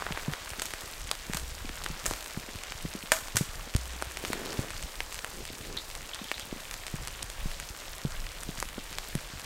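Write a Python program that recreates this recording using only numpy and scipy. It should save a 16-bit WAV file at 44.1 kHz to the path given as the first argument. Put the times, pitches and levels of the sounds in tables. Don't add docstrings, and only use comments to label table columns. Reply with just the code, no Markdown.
import sys
import numpy as np
from scipy import signal
from scipy.fft import rfft, irfft
from scipy.io import wavfile

SR = 44100
rng = np.random.default_rng(int(sys.argv[2]) if len(sys.argv) > 2 else 0)


def waveform_to_disk(signal):
    frames = np.transpose(np.atleast_2d(signal))
    scaled = np.clip(frames, -1, 1) * 32767
    samples = np.round(scaled).astype(np.int16)
    wavfile.write(sys.argv[1], SR, samples)


N = 416744
TIME = np.arange(N) / SR
TOP_HZ = 15750


def undb(db):
    return 10 ** (np.asarray(db) / 20)


def unit(x):
    return x / np.sqrt(np.mean(x ** 2))


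def blow(x, energy_db):
    return x * undb(energy_db) / np.sqrt(np.sum(x ** 2))


def shape_db(points, hz):
    point_hz, point_db = np.transpose(points)
    return np.interp(np.log(hz + 1), np.log(point_hz), point_db)


def colour(x, points, size=4096):
    bin_hz = np.arange(size // 2 + 1) * SR / size
    cepstrum = irfft(np.log(undb(shape_db(points, bin_hz))))
    cepstrum[1:size // 2] *= 2
    cepstrum[size // 2 + 1:] = 0
    response = irfft(np.exp(rfft(cepstrum)))
    return signal.fftconvolve(x, response)[:len(x)]


def band(x, lo_hz, hi_hz, order=2):
    edges_hz = [lo_hz, min(hi_hz, SR / 2 - 100)]
    sos = signal.butter(order, edges_hz, "band", fs=SR, output="sos")
    return signal.sosfilt(sos, x + 1e-18)


def walk(rate_hz):
    knots = rng.standard_normal(1024)
    return np.interp(TIME * rate_hz, np.arange(len(knots)), knots)


def swells(table):
    return sum(db * np.exp(-((TIME - s) / half_s) ** 2) for s, half_s, db in table)


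def scattered(count):
    chance = rng.random((count, 4))
    when_s = (np.arange(count) + chance[:, 0]) / count * TIME[-1]
    return np.column_stack([when_s, 2 * chance[:, 1:] - 1])


def add(out, start_s, x):
    i = max(int(start_s * SR), 0)
    out[i:i + len(x)] += x[:N - i]


def impacts(rate_hz, spread_db, cap_db):
    falls = rng.random(N) < rate_hz / SR
    size_db = cap_db * np.tanh(spread_db * rng.exponential(size=N) / cap_db)
    return falls * undb(size_db) * rng.choice([-1, 1], N)


def crack(t, decay_s, scatter):
    x = scatter * rng.standard_normal(len(t)) * np.exp(-t / decay_s)
    x[0] += 1
    return x


def ticks(count=380, spread_db=4.0, cap_db=14, width_octaves=0.95):
    out, t = np.zeros(N), TIME[:512]
    octaves = np.log2(np.fft.rfftfreq(len(t), 1 / SR) + 1)
    for when, size, tone in rng.random((count, 3)):
        centre = np.log2(1200) + tone * np.log2(13)
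        surface = np.exp(-((octaves - centre) / width_octaves) ** 2)
        click = np.roll(crack(t, decay_s=0.002, scatter=0.2), 64)
        tick = irfft(rfft(click) * surface)
        size_db = cap_db * np.tanh(-spread_db * np.log(1 - size) / cap_db)
        add(out, when * TIME[-1], blow(tick, size_db) * 2 ** (centre / 2))
    return out


# freq_hz, relative_db
RAIN_SPECTRUM = [(120, -21.5), (200, -6.5), (334, -2.5), (538, 0.5), (735, -1.5), (1710, -2), (8420, -7),
                 (10700, -12.5), (13800, -11.5), (15100, -16), (16000, -13)]
# peak_s, half_length_s, rise_db
CROWN_SHOWERS = [(0.17, 0.24, 0.5), (0.68, 0.6, 1.5), (2.12, .22, 3.2), (4.42, 0.3, 5)]
PATTER_DB, SPRAY_DB, SPRAY_FOLLOWS = -47, -49.5, 0.66


def rain(wash_db=0.5, patter_db=-4.0, spray_db=-8.0, tick_db=-6.5, flicker_db=1.56):
    wash = 0
    for lo_hz in 125 * 2. ** np.arange(7):
        octave = band(rng.standard_normal(N), lo_hz, 2 * lo_hz, order=4)
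        wash = wash + octave * undb(flicker_db * walk(22))
    patter = 0
    for hz in np.geomspace(700, 11000, num=9):
        patter = patter + band(impacts(rate_hz=70, spread_db=10.5, cap_db=27), hz / 1.4, hz * 1.4)
    spray = band(impacts(rate_hz=120, spread_db=4.0, cap_db=33.5), 980, 13000, order=1)
    drops = undb(wash_db) * unit(wash) + undb(patter_db) * unit(patter)
    drops = drops + undb(spray_db) * unit(spray) + undb(tick_db) * unit(ticks())
    drops = colour(drops, RAIN_SPECTRUM)
    shower_db = swells(CROWN_SHOWERS)
    low = signal.sosfiltfilt(signal.butter(2, 4500, fs=SR, output="sos"), drops)
    low_gain = undb(PATTER_DB + shower_db) / np.std(band(drops, 700, 4000))
    high_gain = undb(SPRAY_DB + SPRAY_FOLLOWS * shower_db) / np.std(band(drops, 5000, 15000))
    return low * low_gain + (drops - low) * high_gain


def crackle(level_db=-44.0, fade_s=0.44, lo_hz=600, hi_hz=2000):
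    grains = band(impacts(rate_hz=260, spread_db=9, cap_db=3), lo_hz, hi_hz)
    return unit(grains) * undb(level_db) * np.exp(-(TIME / fade_s) ** 2)


# freq_hz, relative_db
AIR_SPECTRUM = [(8, -28), (22, 1.5), (40, -4.5), (62, -11.5), (100, -19.5), (160, -21.5), (260, -37),
                (600, -53)]
# peak_s, half_length_s, rise_db
AIR_GUSTS = [(0.1, 0.18, 3.5), (1.42, 0.12, 5), (8.25, 0.19, 7)]


def air(calm_db=-45, buffet_db=5.0, wander_db=1.1):
    buffets = undb(buffet_db * walk(13) + wander_db * walk(2))
    rumble = colour(rng.standard_normal(N), AIR_SPECTRUM, size=16384)
    return unit(rumble * buffets) * undb(calm_db + swells(AIR_GUSTS))


def taps(tap_db=-62, sag_db=-54):
    tap = band(impacts(rate_hz=18, spread_db=6, cap_db=12), 110, 300)
    sag = band(impacts(rate_hz=9, spread_db=9, cap_db=15.5), 30.0, 95)
    return undb(tap_db) * unit(tap) + undb(sag_db) * unit(sag)


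# start_s, impact_energy_db, impact_pitch_hz, splash_energy_db
LOUD_DRIPS = [(0.0223, -6.5, 940, -28), (0.066, -6.5, 835, -35), (0.1232, -8, 2110, -36),
              (0.1744, -7, 1230, -27), (0.3359, -7, 1940, -34), (0.5347, -12.5, 1270, -26),
              (0.5968, -14, 1960, -9.5), (0.7372, -9, 1770, -14.5), (1.114, -2.5, 2400, -3.5),
              (1.335, -9, 1730, -9.5), (1.6926, -12, 1860, -30), (1.8436, -28, 3950, -13.5),
              (1.8624, -5.5, 1700, -35), (2.1108, -11, 860, -11), (2.7219, -10, 2190, -24),
              (3.7493, -13, 2310, -18), (3.7643, -32, 1430, -6), (4.0239, -3.5, 1140, -10.5),
              (4.172, -9, 2200, -15), (4.25, -8.5, 1940, -16), (4.332, -4.5, 1820, -9.5),
              (4.7055, -13.5, 1890, -16), (5.0048, -3.5, 1930, -24), (5.1445, -21, 2190, -13.5),
              (5.1905, -11.5, 2900, -41), (5.2459, -7.5, 1830, -14), (6.3157, -1.5, 1740, -25),
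              (6.3802, -14, 2400, -35), (6.8669, -16, 2560, -15), (6.8813, -15.5, 2100, -21),
              (7.0742, -18, 2050, -11.5), (7.2286, -23, 3020, -8.5), (7.6, -15.5, 1700, -12.5),
              (8.434, -25, 1820, -16), (8.6019, -32, 3590, -8.5), (8.6267, -4.5, 860, -11),
              (8.985, -7, 2600, -13), (9.1525, -27, 1215, -9.5)]
# freq_hz, relative_db
SPLASH_SPECTRUM = [(2000, 4), (4500, 7), (6000, 7.5), (8500, 9), (10500, 4.5), (14000, -4.5), (16000, -25)]
SMALL_IMPACT_DB, SMALL_SPLASH_DB, SMALL_SCATTER_DB = -20.5, -19, 4
SMALL_HZ, SMALL_OCTAVES = 2320, 0.63


def drips(bounce=0.36, decay_cycles=0.21, lowest_hz=290):
    out, t = np.zeros(N), TIME[:1024]
    small = []
    for s, weight, tone, wet in scattered(count=34):
        impact_db = SMALL_IMPACT_DB + SMALL_SCATTER_DB * weight
        splash_db = SMALL_SPLASH_DB + SMALL_SCATTER_DB * wet
        small.append((s, impact_db, SMALL_HZ * 2 ** (SMALL_OCTAVES * tone), splash_db))
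    for s, impact_db, hz, splash_db in LOUD_DRIPS + small:
        path = crack(t, decay_s=0.003, scatter=0.053)
        path[rng.integers(5, 30)] += bounce
        slap = np.cos(2 * np.pi * hz * t) * np.exp(-t * hz / decay_cycles)
        slap = band(np.convolve(slap, path)[:len(t)], hz / 6, hz * 1.66, order=1)
        add(out, s, blow(band(slap, lowest_hz, TOP_HZ), impact_db))
        splash = crack(t, decay_s=0.0011, scatter=0.13)
        add(out, s, blow(colour(splash, SPLASH_SPECTRUM), splash_db))
    return out


def forest(x, low_t60_s=0.38, high_t60_s=0.4, high_db=0.0, build_s=0.002, grain_db=6.5, high_hz=5800,
           near_s=0.006):
    t = TIME[:SR // 2]
    grain = undb(grain_db * np.clip(rng.standard_normal(len(t)), -3, 3))
    echoes = rng.standard_normal((2, len(t))) * grain
    echoes = echoes * (1 - np.exp(-t / build_s)) * undb(2.5 * walk(300)[:len(t)])
    low = band(echoes[0], 370, 16000) * np.exp(-np.log(1000) * t / low_t60_s)
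    high = band(echoes[1], high_hz, 22000) * np.exp(-np.log(1000) * t / high_t60_s)
    nearby = 1 + 1.2 * np.exp(-t / near_s)
    tail = blow(nearby * (low + undb(high_db) * high), 0)
    return signal.fftconvolve(x, tail)[:N]


# start_s, energy_db, nominal_pitch_hz, decay_cycles
FAT_DROPS = [(0.1075, -6.5, 182, 1.2), (0.282, 1, 172, 1.8), (1.2977, -7, 182, 0.7), (1.347, -8, 173, 1.3),
             (1.6474, -13.5, 267, 1.3), (1.9017, -7.5, 179, 2.1), (2.1114, -5.5, 289, 0.31),
             (2.374, -5, 163, 0.66), (2.555, -10, 94, .8), (2.852, -5, 181, 0.59), (2.9514, -7, 226, 1.2),
             (3.35, -0.5, 122, 2.2), (3.41, 2, 162, 0.94), (3.752, 7, 94, 0.45), (4.303, -6, 233, 0.52),
             (4.592, 3.5, 130, 0.41), (6.215, -12.5, 229, 1.2), (6.527, -6.5, 216, 0.51),
             (6.9404, -4.5, 165, 0.94), (7.457, -8, 175, 1.3), (8.0509, 2.5, 161, 1.05),
             (8.4903, -6, 188, 0.96), (8.781, -7, 253, 0.79), (9.153, 0, 161, 1.4)]
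SOFT_THUD_DB, SOFT_SCATTER_DB, SOFT_HZ, SOFT_OCTAVES = -16.5, 3, 200, 0.5


def thuds(stretch=1.14, relax_s=0.0012, settle=0.851, flap_db=-12, flap_s=0.016):
    out, t = np.zeros(N), TIME[:4096]
    soft = []
    for s, weight, tone, taut in scattered(count=11):
        energy_db = SOFT_THUD_DB + SOFT_SCATTER_DB * weight
        soft.append((s, energy_db, SOFT_HZ * 2 ** (SOFT_OCTAVES * tone), 2 ** taut))
    for s, energy_db, hz, decay_cycles in FAT_DROPS + soft:
        pitch_hz = hz * (settle + stretch * np.exp(-t / relax_s))
        ring = np.sin(2 * np.pi * np.cumsum(pitch_hz) / SR) * np.exp(-t * hz / decay_cycles)
        flap = band(rng.standard_normal(len(t)) * np.exp(-t / flap_s), hz / 3, hz * 1.45)
        add(out, s, blow(ring, energy_db) * rng.choice([-1, 1]) + blow(flap, energy_db + flap_db))
    return out


# start_s, wood_energy_db, splinter_energy_db, ring_energy_db, lowest_hz (higher: thin twig)
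TWIG_BREAKS = [(0.6196, -10, -6, -18, 600), (0.656, -32, -10.5, -35, 1200), (1.3466, -13, -9.5, -25, 600),
               (1.3705, -13, -7, -20, 600), (2.0574, -14, -10, -9.5, 500), (2.063, -30, -0.5, -25, 1200),
               (3.1191, 4.5, 6, 3.5, 480), (3.358, -11, -8.5, -23, 400), (3.3685, -3, 4, -26, 1420),
               (3.372, -9, -10, -32, 1400)]
# freq_hz, relative_db
WOOD_SPECTRUM = [(150, -9), (430, 12), (700, 14), (1200, 14), (1900, 9.5), (3000, 9), (4200, 7.5),
                 (7000, -7)]
# freq_hz, relative_db
SPLINTER_SPECTRUM = [(2000, 2), (4200, -1), (6000, 5.5), (8200, 6.5), (11000, -2), (14000, -2),
                     (16000, -12)]
# freq_hz, relative_db, t60_s
STICK_MODES = [(654, 12.5, 0.095), (1100, 5, 0.02), (1600, 5, .02), (1790, 22.5, 0.015), (2370, 14, .02)]


def snaps():
    out, t = np.zeros(N), TIME[:2048]
    ring = 0
    for hz, db, t60_s in STICK_MODES:
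        ring = ring + undb(db) * np.sin(2 * np.pi * hz * t) * np.exp(-np.log(1000) * t / t60_s)
    for s, wood_db, splinter_db, ring_db, lowest_hz in TWIG_BREAKS:
        wood = colour(crack(t, decay_s=0.0042, scatter=0.22), WOOD_SPECTRUM)
        add(out, s, blow(band(wood, lowest_hz, TOP_HZ), wood_db))
        splinters = colour(crack(t, decay_s=0.0026, scatter=0.15), SPLINTER_SPECTRUM)
        add(out, s, blow(splinters, splinter_db))
        add(out, s, blow(ring, ring_db))
    return out


# start_s, level_db
LINE_TWANGS = [(1.347, -38.5), (3.759, -34)]


def hum(hz=61, decay_s=0.26):
    start_s, level_db = np.array(LINE_TWANGS).T
    t = np.maximum(TIME - start_s[:, None], 0)
    return undb(level_db) @ (np.sin(2 * np.pi * hz * t) * np.exp(-t / decay_s))


# freq_hz, relative_db
BRANCH_SPECTRUM = [(70, -14), (150, -3), (260, -2), (380, 1), (560, -6), (800, -15), (1600, -41)]
# start_s, length_s, full_speed_level_db
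ROPE_PULLS = [(4.098, 0.64, -39.5), (5.296, .16, -44.5), (5.534, 0.29, -44.5)]
ROPE_RISE, ROPE_LAW = 0.64, 0.9


def rope(slip_hz=170, jitter=0.4, uneven_db=6.0, rub=0.58):
    chance = rng.standard_normal((4096, 2))
    at = (np.cumsum(np.exp(jitter * chance[:, 0])) / slip_hz * SR).astype(int)
    slips = np.zeros(N)
    slips[at[at < N]] = undb(uneven_db * chance[at < N, 1])
    rasp = colour(unit(slips - slips.mean()) + rub * rng.standard_normal(N), BRANCH_SPECTRUM)
    loudness = 0
    for s, length_s, level_db in ROPE_PULLS:
        speed = np.interp((TIME - s) / length_s, [0, ROPE_RISE, 1], [0, 1, 0])
        loudness = loudness + undb(level_db) * speed ** ROPE_LAW
    return unit(rasp) * loudness


# start_s, first_flick_level_db, centre_hz
BIRD_CHIPS = [(5.771, -24, 3830), (6.132, -29.5, 3330), (6.187, -37, 3540), (6.241, -35.5, 3400),
              (6.289, -36, 3320), (6.339, -32, 3800), (6.408, -35, 3470)]
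FLICK_S, FLICK_GAP_S, FLICK_OCTAVES, FLICK_STEP_DB = 0.0074, 0.011, 0.7, -7


def bird(count=3):
    out, n = np.zeros(N), int(FLICK_S * SR)
    sweep = 2 ** (FLICK_OCTAVES * np.linspace(-0.5, 0.5, n))
    for s, level_db, hz in BIRD_CHIPS:
        flick = np.hanning(n) * np.sin(2 * np.pi * np.cumsum(hz * sweep) / SR)
        for k in range(count):
            add(out, s + k * FLICK_GAP_S, undb(level_db + k * FLICK_STEP_DB) * flick)
    return out


def scene(drip_echo_db=-16.5, twig_echo_db=-10.5, bird_echo_db=-9, count=3):
    near, chips = drips(), bird()
    echo = forest(undb(drip_echo_db) * near + undb(bird_echo_db) * chips)
    twig_echo = sum(forest(snaps()) for _ in range(count))
    twigs = snaps() + undb(twig_echo_db) * twig_echo
    tarp = thuds() + taps() + hum()
    return (rain() + crackle() + air() + near + echo + tarp + twigs + rope() + chips)[None]


def record(dry):
    low_pass = signal.ellip(10, 0.2, 70, TOP_HZ, fs=SR, output="sos")
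    return signal.sosfilt(low_pass, np.tanh(dry))


dry = scene()
out = record(dry)
waveform_to_disk(out)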